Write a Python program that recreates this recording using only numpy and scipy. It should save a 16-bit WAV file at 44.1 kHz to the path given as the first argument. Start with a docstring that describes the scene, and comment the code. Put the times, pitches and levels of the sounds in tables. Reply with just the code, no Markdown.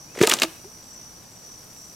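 """In a marsh at dusk, an alligator a few metres away snaps its jaws shut on prey in the wet grass.
Crickets trill with their wings and other insects sing over a low, distant rumble.
The jaws meet with a thud, the bites knock the skull, and the air in the closing mouth rings hollow.
Shell or bone breaks in a quick run of cracks over the wet crackle of crushed flesh and grass.
The reeds send back a faint echo."""
import sys
import numpy as np
from scipy import signal
from scipy.fft import rfft, irfft
from scipy.io import wavfile

SR = 44100
rng = np.random.default_rng(int(sys.argv[2]) if len(sys.argv) > 2 else 0)


def unload_wav(signal):
    """Save mono or channel-first audio to the path in sys.argv[1] as 16-bit WAV at rate SR, clipped to [-1, 1]."""
    wavfile.write(
        sys.argv[1],
        SR,
        np.round(np.clip(np.atleast_2d(signal).T, -1, 1) * 32767).astype(np.int16),
    )


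N = 85995

# tone of the distant rumble and air: (frequency [Hz], level [dB])
AIR_TONE = [(25, -9.5), (60, -2.5), (110, 2), (200, -1), (400, -7.5), (1000, -11), (2000, -20), (3500, -23),
            (4800, -15.5), (7000, -17.5), (9500, -17), (11000, -21.5), (13500, -19), (16000, -31)]
# tone of the high insect hiss: (frequency [Hz], level [dB])
HISS_TONE = [(5000, -16), (8000, 2.5), (9900, 2.5), (10700, -4.5), (13500, 3.5), (14500, -21), (16000, -6)]
# how that hiss rises and falls: (time [s], level [dB])
HISS_LEVELS = [(0, -77), (.2, -62), (.55, -54.5), (.7, -58.5), (.85, -63), (1.4, -66), (1.72, -56),
               (1.95, -56.5)]
# steady, far insects: (pitch [Hz], band width [Hz], level [dB])
STEADY_INSECTS = [(4780, 50, -66.5), (6900, 94, -67.5)]
# blur of far crickets: (pitch [Hz], band width [Hz], level [dB])
CRICKET_BLUR = [(5857, 440, -54.5)]
# single crickets: (pitch [Hz], level [dB], wing strokes [per s])
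CRICKET_VOICES = [(5670, -58, 65), (5706, -57, 64), (5950, -55.5, 61)]
# how the crickets swell together: (time [s], level change [dB])
CRICKET_SWELL = [(0, 2), (.12, -0.5), (.15, 4), (.2, -3), (.52, -1.5), (.76, 1), (.83, 0), (.97, 4.5),
                 (1.3, -3), (1.51, 4.5), (1.66, -2), (1.83, 4), (1.95, -0.5)]
# phrases of a higher insect: (start time [s])
CHIRP_STARTS = [.822, 1.312, 1.765]
# how wide the background sounds: (frequency [Hz], sides compared with centre [dB])
STEREO_WIDTH = [(60, -17), (110, -14.5), (200, -9), (380, -4.5), (700, -1.5), (2400, -0.5), (4400, -2),
                (8000, -7.5), (15000, -14)]
# tone of the echo from the reeds: (frequency [Hz], level [dB])
REEDS_TONE = [(100, -17.5), (330, -3.5), (1000, 0.5), (3000, -3), (8000, -3.5), (16000, 3)]
# tone of the sound bouncing off nearby grass: (frequency [Hz], level [dB])
GRASS_TONE = [(100, -7), (300, -4), (700, -3), (2000, -5), (6000, -3), (14000, 5)]
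# how the wet crushing rises and falls: (time [s], level [dB])
CRUSH_LEVELS = [(.11, -58.5), (.16, -47), (.192, -37), (.201, -44), (.214, -28.5), (.238, -20), (.262, -35),
                (.276, -27), (.288, -32), (.322, -27.5), (.332, -30), (.340, -27.5), (.362, -39.5),
                (.412, -38), (.434, -21.5), (.446, -31.5), (.466, -53), (.52, -49.5), (.62, -58.5)]
# tone of the wet crushing: (frequency [Hz], level [dB])
CRUSH_TONE = [(80, -15.5), (250, 1.5), (600, 2.5), (1200, -4), (2500, -3.5), (5000, -7), (7500, -7.5),
              (11000, -13.5), (16000, -25.5)]
# heavy bites that knock the skull: (time [s], level [dB])
HEAVY_BITES = [(.2135, -18), (.2352, -16), (.2755, -15.5), (.2985, -25), (.3215, -24.5), (0.3377, -24),
               (.4335, -19), (.4425, -36)]
# notes the skull rings at: (pitch [Hz], level [dB], time to fade by 60 dB [s])
SKULL_NOTES = [(629, -3.5, 0.041), (730, -5.5, 0.023), (903, -6.5, 0.056), (1180, -3.5, 0.056),
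               (1258, -13.5, 0.082), (1543, -9.5, 0.025)]
# hollow rings of the mouth:
# (time [s], level [dB], start pitch [Hz], end pitch [Hz], rise [ms], decay [ms])
MOUTH_RINGS = [(.160, -29, 532, 600, 1.9, 2.4), (0.178, -21, 390, 420, 1.4, 2.1),
               (.204, -16, 364, 373, 2.9, 4.2), (0.2124, -3.5, 361, 361, 2.3, 5),
               (.230, -6.5, 386, 504, 5.4, 10.3), (0.2755, -16.5, 350, 363, 1.3, 3.5),
               (0.3187, -20.5, 361, 374, 1, 5.4), (.420, -21.5, 359, 360, 0.71, 12.5),
               (0.4316, -25, 294, 297, 2.2, 2.5), (.442, -25.5, 331, 321.6, 1.3, 21.4),
               (0.644, -37.5, 336, 456, 10.3, 17)]
# tone of the splintering: (frequency [Hz], level [dB])
SPLINTER_TONE = [(100, -24), (300, -7), (800, -0.5), (2800, 1), (5200, -9), (7000, -0.5), (10500, -8),
                 (13000, -7), (16000, -14)]
# breaks of shell or bone: (time [s], level [dB], ring pitch [Hz], decay [ms])
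BREAKS = [(0.1505, -40.5, 1830, 3.4), (0.1735, -35.5, 1850, 2.8), (.1858, -44, 4000, 1.2),
          (0.1899, -29.5, 1840, 3.5), (0.2126, -15, 1860, 2.4), (0.2161, -24, 5500, 1.9),
          (0.2265, -14, 5860, 1.54), (0.2351, -15.5, 3560, 2.2), (.2380, -18.5, 1610, 2.2),
          (0.2472, -22.5, 2000, 2.1), (0.2679, -22, 6500, 1.4), (0.2722, -7.5, 5870, 0.79),
          (0.2747, -13.5, 3200, 1.15), (.2870, -22, 6470, 1.2), (.2930, -17.5, 5500, 0.7),
          (0.2965, -8.5, 7140, 1.03), (0.2989, -14.5, 3230, 1.9), (.3122, -8, 2470, 0.36),
          (0.3154, -8.5, 2980, 1.5), (.3201, -16, 3500, 0.85), (0.3218, -11.5, 1480, 1.3),
          (0.331, -20, 5030, 1.2), (0.3358, -13.5, 3820, 1.14), (0.3379, -6, 6400, 0.68),
          (.3688, -30, 4500, 1.5), (.3870, -24, 2960, 2.7), (0.3994, -13.5, 5970, 0.25),
          (.4197, -5.5, 2730, 0.74), (.4212, -18, 2100, 2.5), (.4267, -24, 7000, .7),
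          (0.4323, -13.5, 4300, 2.1), (0.4348, -17, 3960, 2), (0.4492, -28, 2480, 1.7),
          (0.642, -48, 780, 4.7)]

SIDES = np.array([[1], [-1]])  # adds a sound to the left ear and subtracts it from the right


def undb(db):
    """Turn decibels into a number to multiply by."""
    return 10 ** (np.asarray(db) / 20)


def unit(x):
    """Scale a sound to an average power of 1."""
    return x / np.sqrt(np.mean(x ** 2) + 1e-20)


def since(start):
    """Seconds since a moment, zero before it."""
    return np.maximum(np.arange(N) / SR - start, 0)


def curve(rows):
    """A volume curve through (time [s], level [dB]) points."""
    return undb(np.interp(since(0), *np.array(rows).T))


def noise():
    """White noise: an even hiss."""
    return rng.standard_normal(N)


def wander(rate_hz):
    """A smooth random wobble of about 1 either way; a higher rate wobbles faster."""
    smoothing = np.exp(-(np.fft.rfftfreq(N, 1 / SR) / rate_hz) ** 2)
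    return unit(irfft(rfft(noise()) * smoothing, N))


def tone_gains(points, size):
    """A gain for every frequency, drawn through (frequency [Hz], level [dB]) points."""
    hz, db = np.array(points).T
    return undb(np.interp(np.log(np.fft.rfftfreq(size, 1 / SR) + 1), np.log(hz), db))


def colour(x, points, size=2048):
    """Give a sound the tone of a table, with a filter that leaves white noise equally strong."""
    cepstrum = irfft(np.log(tone_gains(points, size)))
    # fold it in half, so the filter never rings before the sound arrives
    cepstrum[1:size // 2] *= 2
    cepstrum[size // 2 + 1:] = 0
    response = irfft(np.exp(rfft(cepstrum)))
    return signal.fftconvolve(x, response / np.linalg.norm(response))[:N]


def band(x, hz, width):
    """Let a sound ring around one pitch."""
    peak_hz = min(hz, SR / 2 - 1)
    sharpness = hz / min(width, SR / 4)
    return signal.lfilter(*signal.iirpeak(peak_hz, sharpness, fs=SR), x)


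def marsh_air(air_db=-50, drift_db=0.23, flicker_db=1.4):
    """Distant rumble and air, with the rasping hiss of far insects."""
    air = colour(noise(), AIR_TONE) * undb(drift_db * wander(7.2))
    hiss = colour(noise(), HISS_TONE) * undb(flicker_db * wander(60))
    return undb(air_db) * air + curve(HISS_LEVELS) * hiss


def far_insects(rows):
    """Many far insects blur into narrow bands of noise."""
    return sum(undb(db) * unit(band(band(noise(), hz, width), hz, width)) for hz, width, db in rows)


def whistle(start_s=0.055, length_s=0.12, start_hz=2300, rise_hz_per_s=4400, wander_hz=30, db=-58):
    """One faint rising note, perhaps a far bird."""
    t = since(start_s)
    pitch = start_hz + rise_hz_per_s * t + wander_hz * wander(104)
    arch = np.sin(np.pi * np.minimum(t / length_s, 1))
    return undb(db) * arch * np.sin(2 * np.pi * np.cumsum(pitch) / SR)


def crickets(unevenness=.15, wander_hz=54.8, sag_hz=160, flutter_db=1):
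    """Crickets trill with wing strokes that each sag in pitch, over a blur of far insects."""
    trills = np.zeros(N)
    for hz, db, rate in CRICKET_VOICES:
        strokes_per_s = rate * (1 + unevenness * wander(29.2))
        stroke = (rng.random() + np.cumsum(strokes_per_s) / SR) % 1  # runs from 0 to 1 in each stroke
        pitch = hz + wander_hz * wander(79.6) - sag_hz * (stroke - .5)
        pulses = np.sin(np.pi * stroke) ** 2 * undb(flutter_db * wander(40))
        trills += undb(db) * unit(pulses * np.sin(2 * np.pi * np.cumsum(pitch) / SR))
    chorus = (trills + far_insects(CRICKET_BLUR)) * curve(CRICKET_SWELL)
    return chorus + far_insects(STEADY_INSECTS)


def chirping_insect(hz=7660, db=-53.5, notes=4, notes_per_s=29, wander_hz=28, flutter_db=3):
    """A higher insect repeats a short phrase of thin, linked notes."""
    note_counts = [notes_per_s * since(start) for start in CHIRP_STARTS]
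    pulses = sum(np.abs(np.sin(np.pi * count)) * (count < notes) for count in note_counts)
    volume = undb(db + flutter_db * wander(120))
    pitch = hz + wander_hz * wander(147)
    return volume * pulses * np.sin(2 * np.pi * np.cumsum(pitch) / SR)


def background():
    """Insects, whistle and air all around; the bass is nearly the same in both ears."""
    centre, side = (crickets() + chirping_insect() + whistle() + marsh_air() for _ in range(2))
    side = irfft(rfft(side) * tone_gains(STEREO_WIDTH, N), N)
    return centre + side * SIDES


def echo(x, fade, tone):
    """Countless tiny reflections smear a sound out along a fading curve."""
    reflections = unit(colour(noise() * fade, tone)) / np.sqrt(N)
    return signal.fftconvolve(x, reflections)[:N]


def reeds_and_grass(x, delay_s=.02, fade_60db_s=0.54, reeds_db=-21.5, grass_db=-15.5, grass_s=0.0028):
    """The reeds add a faint, wide echo to a sound; nearby grass spreads it a little to the sides."""
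    t = since(delay_s)
    fade = (t > 0) * np.exp(-np.log(1000) * t / fade_60db_s)
    centre, side = (echo(x, fade, REEDS_TONE) for _ in range(2))
    reeds = centre + undb(-4) * side * SIDES
    grass = echo(x, np.exp(-since(0) / grass_s), GRASS_TONE)
    return x + undb(reeds_db) * reeds + undb(grass_db) * grass * SIDES


def wet_crush(pops_per_s=5000, spread_db=2.5, range_db=14, patchy_db=2):
    """Crushed flesh and grass crackle with a crowd of tiny wet pops of uneven size."""
    size_db = np.minimum(spread_db * rng.exponential(size=N), range_db)
    pops = (rng.random(N) < pops_per_s / SR) * np.sign(noise()) * undb(size_db)
    crackle = unit(pops) * curve(CRUSH_LEVELS) * undb(patchy_db * wander(93))
    return colour(crackle, CRUSH_TONE)


def swell(t, rise, decay):
    """A volume curve that rises smoothly, then dies away."""
    return np.sin(np.pi / 2 * np.minimum(t / rise, 1)) ** 2 * np.exp(-np.maximum(t - rise, 0) / decay)


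def jaw_thud(start_s=.2105, hz=163, db=-10, rise_s=0.003, decay_s=0.0035):
    """The jaws meet with one short, low thud."""
    t = since(start_s)
    return undb(db) * swell(t, rise_s, decay_s) * np.sin(2 * np.pi * hz * t)


def skull_knocks(pitch_spread=0.031):
    """Each heavy bite makes the skull ring briefly at several pitches at once."""
    out = np.zeros(N)
    for start, bite_db in HEAVY_BITES:
        t = since(start)
        for k, (hz, note_db, fade_60db_s) in enumerate(SKULL_NOTES):
            pitch = hz * (1 + pitch_spread * rng.standard_normal())
            fade = np.exp(-np.log(1000) * t / fade_60db_s)
            direction = (-1) ** k  # neighbouring notes start their swing opposite ways
            out += direction * undb(bite_db + note_db) * fade * np.sin(2 * np.pi * pitch * t)
    return out


def hollow_mouth(glide_s=0.0254):
    """The air in the mouth rings, and its pitch slides as the space changes size."""
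    out = np.zeros(N)
    for start, db, from_hz, to_hz, rise_ms, decay_ms in MOUTH_RINGS:
        t = since(start)
        pitch = to_hz + (from_hz - to_hz) * np.exp(-t / glide_s)
        volume = undb(db) * swell(t, rise_ms / 1000, decay_ms / 1000)
        out += volume * np.sin(2 * np.pi * np.cumsum(pitch * (t > 0)) / SR)
    return out


def cracks(ring_width=0.52, tail_db=-21.5, tail_s=0.011, splinter_db_per_octave=3.5):
    """Shell or bone breaks in bursts of tiny fractures; each piece rings and splinters."""
    out = np.zeros(N)
    for start, db, hz, decay_ms in BREAKS:
        t = since(start)
        decay_s = decay_ms / 1000
        burst = (t > 0) * (np.exp(-t / decay_s) + undb(tail_db) * np.exp(-t / tail_s))
        fractures = burst * noise() + 1e-18
        ring = band(band(fractures, hz, hz * ring_width), hz, hz)
        splinters = colour(burst * noise(), SPLINTER_TONE)
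        # small, high-ringing pieces splinter more
        splinter_db = -6 + splinter_db_per_octave * np.log2(hz / 4000)
        crack = unit(ring) + undb(splinter_db) * unit(splinters)
        out += undb(db) * unit(crack) * np.sqrt(decay_s * SR / N)  # longer cracks carry more energy
    return out


def scene(low_cut_hz=100.6):
    """The bite in the centre, with little deep bass, and the marsh all around."""
    bite = cracks() + hollow_mouth() + jaw_thud() + skull_knocks() + wet_crush()
    low_cut = signal.butter(4, low_cut_hz, "high", fs=SR, output="sos")
    return signal.sosfilt(low_cut, reeds_and_grass(bite)) + background()


def record(dry, ceiling=.85, top_hz=15800):
    """Flatten the tallest peaks, then cut the highest treble."""
    treble_cut = signal.ellip(10, .2, 80, top_hz, fs=SR, output="sos")
    return signal.sosfilt(treble_cut, np.clip(dry, -ceiling, ceiling))


dry = scene()
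out = record(dry)
unload_wav(out)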